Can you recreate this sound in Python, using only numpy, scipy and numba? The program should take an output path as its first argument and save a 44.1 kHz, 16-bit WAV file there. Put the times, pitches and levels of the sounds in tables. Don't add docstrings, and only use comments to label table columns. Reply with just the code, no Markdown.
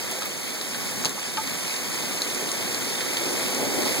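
import sys
import numpy as np
from scipy import signal
from scipy.fft import rfft, irfft
from scipy.io import wavfile
from scipy.ndimage import uniform_filter1d
from numba import njit

SR = 44100
rng = np.random.default_rng(int(sys.argv[2]) if len(sys.argv) > 2 else 0)


def wrap_up_sound(samples):
    columns = np.atleast_2d(samples).T
    tamed = np.clip(columns, -1, 1)
    steps = np.round(tamed * 32767).astype(np.int16)
    wavfile.write(sys.argv[1], SR, steps)


N = 176400

# t/s, level/dB
HEARD_LEVEL = [(0, -2), (.24, -2), (.3, -4), (.55, -3), (.65, -2), (1.05, -0.6), (1.13, -3.5), (1.6, -1.3),
               (2.0, -0.5), (2.5, -0.1), (2.9, -0.16), (3.4, 0.5), (4, 1.5)]
FLURRY_DB, FLURRY_HZ = 1.61, 12
PORT_LAG_S = 16 / SR
FREQ_HZ = np.maximum(np.arange(N // 2 + 1) * SR / N, 1)


def undb(db):
    return 10 ** (np.asarray(db) / 20)


def gain_curve(rows):
    return undb(np.interp(np.arange(N) / SR, *np.array(rows).T))


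def response(rows):
    hz, db = np.array(rows).T
    return undb(np.interp(np.log(FREQ_HZ), np.log(hz), db))


def colour(x, rows):
    return irfft(rfft(x) * response(rows), N)


def low_cut(x, hz):
    return signal.sosfilt(signal.butter(2, hz, "high", fs=SR, output="sos"), x)


def flicker(rate_hz):
    hold = int(SR / rate_hz)
    steps = np.repeat(rng.standard_normal(N // hold + 1), hold)
    curve = uniform_filter1d(steps, hold)[:N]
    return curve / curve.std()


def diffuse_noise():
    coherence = np.sinc(2 * FREQ_HZ * PORT_LAG_S)
    weights = np.sqrt(np.array([1 + coherence, 1 - coherence]) / 2)
    common, apart = rfft(rng.standard_normal((2, N))) * weights
    return irfft(np.array([common + apart, common - apart]), N)


def from_side(x, side):
    lag_s = np.array([[-.5], [.5]]) * side * PORT_LAG_S
    hz = np.arange(len(x) // 2 + 1) * SR / len(x)
    return irfft(rfft(x) * np.exp(-2j * np.pi * hz * lag_s), len(x))


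def porch(x, wet_db, t60_s=0.17):
    t = np.arange(SR // 4) / SR
    tail = diffuse_noise()[:, :len(t)] * np.exp(-np.log(1000) * t / t60_s)
    tail /= np.sqrt(np.sum(tail[0] ** 2))
    return x + undb(wet_db) * signal.fftconvolve(x[:1], tail, axes=1)[:, :N]


@njit
def damped_rings(start_s, hz, decay_s, amp):
    out = np.zeros(N)
    for k in range(len(start_s)):
        pole = (2j * np.pi * hz[k] - 1 / decay_s[k]) / SR
        first = int(start_s[k] * SR) + 1
        phasor = amp[k] * np.exp(pole * (first - start_s[k] * SR))
        step = np.exp(pole)
        for i in range(max(first, 0), min(N, first + int(5 * decay_s[k] * SR))):
            out[i] += phasor.imag
            phasor *= step
    return out


def pellets(per_s, spread_db, decay_s, right_db, band_hz, modes):
    draw = np.random.default_rng(rng.integers(2 ** 31)).random((int(per_s * N / SR), 4 + modes)).T
    start_s = draw[0] * N / SR
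    side = np.maximum(1 - 2 * draw[1] * (1 + undb(right_db) ** 2), -1)
    tau_s = decay_s * 2 ** (2 * draw[2] - 1)
    amp = undb(spread_db * np.minimum(-np.log(1 - draw[3]), 5.5)) / np.sqrt(tau_s)
    low_hz, high_hz = band_hz
    hz = (low_hz + (high_hz - low_hz) * draw[4:]).ravel()
    start_s, side, tau_s, amp = np.tile([start_s, side, tau_s, amp], modes)
    x = np.array([damped_rings(start_s + port * side * PORT_LAG_S, hz, tau_s, amp) for port in (-.5, .5)])
    return x / x.std()


def crack(start_s, db, hz, width_oct, decay_s, n=4096):
    f = np.maximum(np.arange(n // 2 + 1) * SR / n, 1)
    phase = 2 * np.pi * rng.random(len(f))
    burst = irfft(np.exp(1j * phase - .5 * (np.log2(f / hz) / width_oct) ** 2))
    fade = np.exp(-np.arange(n) / SR / decay_s)
    burst *= fade * np.sqrt(np.sum(fade ** 2) / np.sum((burst * fade) ** 2))
    out = np.zeros((2, N + n))
    first = int(start_s * SR)
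    out[:, first:first + n] = undb(db) * from_side(burst, rng.uniform(-0.55, 0.14))
    return out[:, :N]


def rumble(gain_db=-31, flicker_db=1.1):
    # t/s, level/dB
    swell = [(0, 2.5), (.65, 0), (.82, 6.5), (1.07, 6.5), (1.2, -0.5), (1.48, 6), (1.7, 1.5), (2.1, 5),
             (3.15, 5), (3.75, 10), (4, 8)]
    # f/Hz, level/dB
    spectrum = [(25, -22), (55, -30), (80, -19), (120, -8), (190, -1.5), (270, -1), (450, -17.5),
                (1000, -23)]
    air = diffuse_noise() + undb(-0.5) * from_side(rng.standard_normal(N), 1.0)
    air += 0.44 * rng.standard_normal((2, N))
    return colour(air, spectrum) * undb(gain_db + flicker_db * flicker(rate_hz=16)) * gain_curve(swell)


def far_downpour(gain_db=-28.5):
    # f/Hz, level/dB
    spectrum = [(100, -28), (350, -3), (900, -1.5), (1450, 0), (2100, -1), (3500, -4.5), (7000, -1),
                (10000, -5), (12500, -9.5), (15500, -14)]
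    wash = diffuse_noise() + undb(-2.5) * from_side(rng.standard_normal(N), -1.01)
    return colour(low_cut(wash, 236), spectrum) * undb(gain_db) * gain_curve(HEARD_LEVEL)


def roof(gain_db=-34, mode_width_hz=26.6):
    # t/s, level/dB
    drumming = [(0, -5.5), (.2, -3.5), (.4, -6.5), (.7, -6.5), (1.05, -6.5), (1.15, -7.5), (1.7, -7),
                (2.1, -2.5), (2.6, 0), (2.8, -2.5), (3.2, 1.5), (3.27, 4.5), (3.52, 4), (3.61, 9.5),
                (3.7, 4.5), (3.78, 7.5), (3.87, 8.5), (3.92, 4.5), (4, 2)]
    # f/Hz, level/dB
    panel_modes = [(262, 0.5), (370, -6), (508, -5), (865, -7)]
    # f/Hz, level/dB
    spectrum = [(60, -34), (150, -16), (250, -7.5), (350, 0.5), (520, -1), (850, -7), (1400, -27),
                (2500, -32)]
    thuds = pellets(per_s=1200, spread_db=1, decay_s=0.0041, right_db=-12, band_hz=(97.3, 2242), modes=4)
    panels = 1 + sum(undb(db) / (1 + 2j * (FREQ_HZ - hz) / mode_width_hz) for hz, db in panel_modes)
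    boom = low_cut(irfft(rfft(thuds) * panels, N), 160)
    return colour(boom, spectrum) * undb(gain_db) * gain_curve(drumming)


def struck_metal(start_s=1.371, ring_db=-21.5, swell_s=0.013):
    # f/Hz, level/dB, T60/s
    modes = [(879, 10.5, 0.088), (1222, 0, 0.082), (1288, -3, 0.077), (1480, -8, 0.046), (1576, -5, 0.074),
             (2400, -2, 0.048), (4000, -17, .035)]
    t = np.maximum(np.arange(N) / SR - start_s, 0)
    ring = np.zeros(N)
    for hz, db, t60_s in modes:
        rise = (1 - np.exp(-t / swell_s * (hz / modes[0][0]) ** 2)) ** 2
        fade = np.exp(-np.log(1000) * t / t60_s)
        ring += undb(db) * np.sin(2 * np.pi * hz * t) * rise * fade
    impact = crack(start_s, db=-24, hz=2400, width_oct=1.0, decay_s=0.0076)
    return undb(ring_db) * from_side(ring, .05) + impact


def bouncing_stones(gain_db=-39.5):
    # f/Hz, level/dB
    spectrum = [(600, -10), (1400, -3.5), (2500, 3.5), (4300, 3), (7000, 0), (10000, -2.5)]
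    clicks = pellets(per_s=380, spread_db=1.5, decay_s=0.0029, right_db=-3, band_hz=(820, 9944), modes=4)
    skitter = colour(porch(low_cut(clicks, 550), wet_db=-0.5), spectrum)
    return skitter * undb(gain_db + FLURRY_DB * flicker(FLURRY_HZ)) * gain_curve(HEARD_LEVEL)


def near_stones(gain_db=-1.5):
    # t/s, level/dB, f/Hz, width/oct, decay/s
    impacts = [(.1128, -20, 7500, .6, .001), (.218, -27, 2600, 1.1, .012), (.2552, -21, 13900, .17, .0013),
               (.6117, -22.5, 3700, .38, .0022), (.6845, -22, 7500, .49, .001),
               (.746, -26.5, 2200, .89, .0074), (.9125, -22, 7500, .6, .001), (1.037, -29, 1210, 1.1, .015),
               (1.0483, -11, 5700, .5, .0011), (1.0545, -9.7, 4400, .7, .0017), (1.056, -27, 330, 1.2, .01),
               (1.0605, -22.5, 5000, .9, .005), (1.0937, -20, 6500, .6, .001),
               (1.178, -33, 1300, .98, .0077), (1.195, -24, 3520, 1.2, .0016),
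               (1.473, -23, 4500, .8, .0015), (1.480, -25.5, 2000, .54, .0033),
               (1.679, -22, 4130, .4, .001), (1.977, -23, 3830, .4, .0015), (2.174, -22, 4540, .4, .001),
               (2.219, -16.5, 4500, .3, .0024), (2.2195, -22, 8000, .5, .002),
               (2.3475, -19.5, 7300, .5, .0015), (2.4905, -22, 4190, .4, .001),
               (2.5165, -17, 7000, .5, .0018), (2.7455, -16.7, 4700, .35, .0013),
               (3.005, -26, 2600, .7, .015), (3.135, -22, 7000, .5, .001), (3.1705, -15, 4040, .4, .0012),
               (3.547, -19, 7040, .5, .002)]
    cracks = sum(crack(*row) for row in impacts)
    return porch(low_cut(cracks, 120), wet_db=-7.5) * undb(gain_db)


def hail_on_gravel(gain_db=-29):
    # f/Hz, level/dB
    spectrum = [(500, -10.5), (1000, -6), (1450, -11), (2200, 4), (3000, -6), (4300, 0.5), (7000, -9),
                (10000, -5.5), (12500, -8.5), (15500, -16.5)]
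    clicks = pellets(per_s=3200, spread_db=1.5, decay_s=0.00098, right_db=-3,
                     band_hz=(726, 15730), modes=5)
    patter = colour(low_cut(clicks, 390), spectrum)
    return patter * undb(gain_db + FLURRY_DB * flicker(FLURRY_HZ)) * gain_curve(HEARD_LEVEL)


def scene():
    storm = hail_on_gravel() + far_downpour() + roof() + rumble()
    return storm + near_stones() + struck_metal() + bouncing_stones()


def record(dry, bass_lift_hz=392, top_hz=15750):
    # f/Hz, level/dB
    port_shade = [(300, 2), (1200, -3), (2200, -7), (3400, -8), (4800, -11), (7500, -7), (9500, -5.5),
                  (13000, -6.5)]
    left, right = rfft(dry[0]), rfft(dry[1]) * response(port_shade)
    delay = np.exp(-2j * np.pi * FREQ_HZ * PORT_LAG_S)
    channels = np.array([left - delay * right, right - delay * left])
    lift = np.hypot(1, bass_lift_hz / np.hypot(FREQ_HZ, 50))
    stereo = low_cut(irfft(channels * lift, N), 43)
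    return signal.sosfilt(signal.ellip(12, .2, 80, top_hz, fs=SR, output="sos"), stereo)


dry = scene()
out = record(dry)
wrap_up_sound(out)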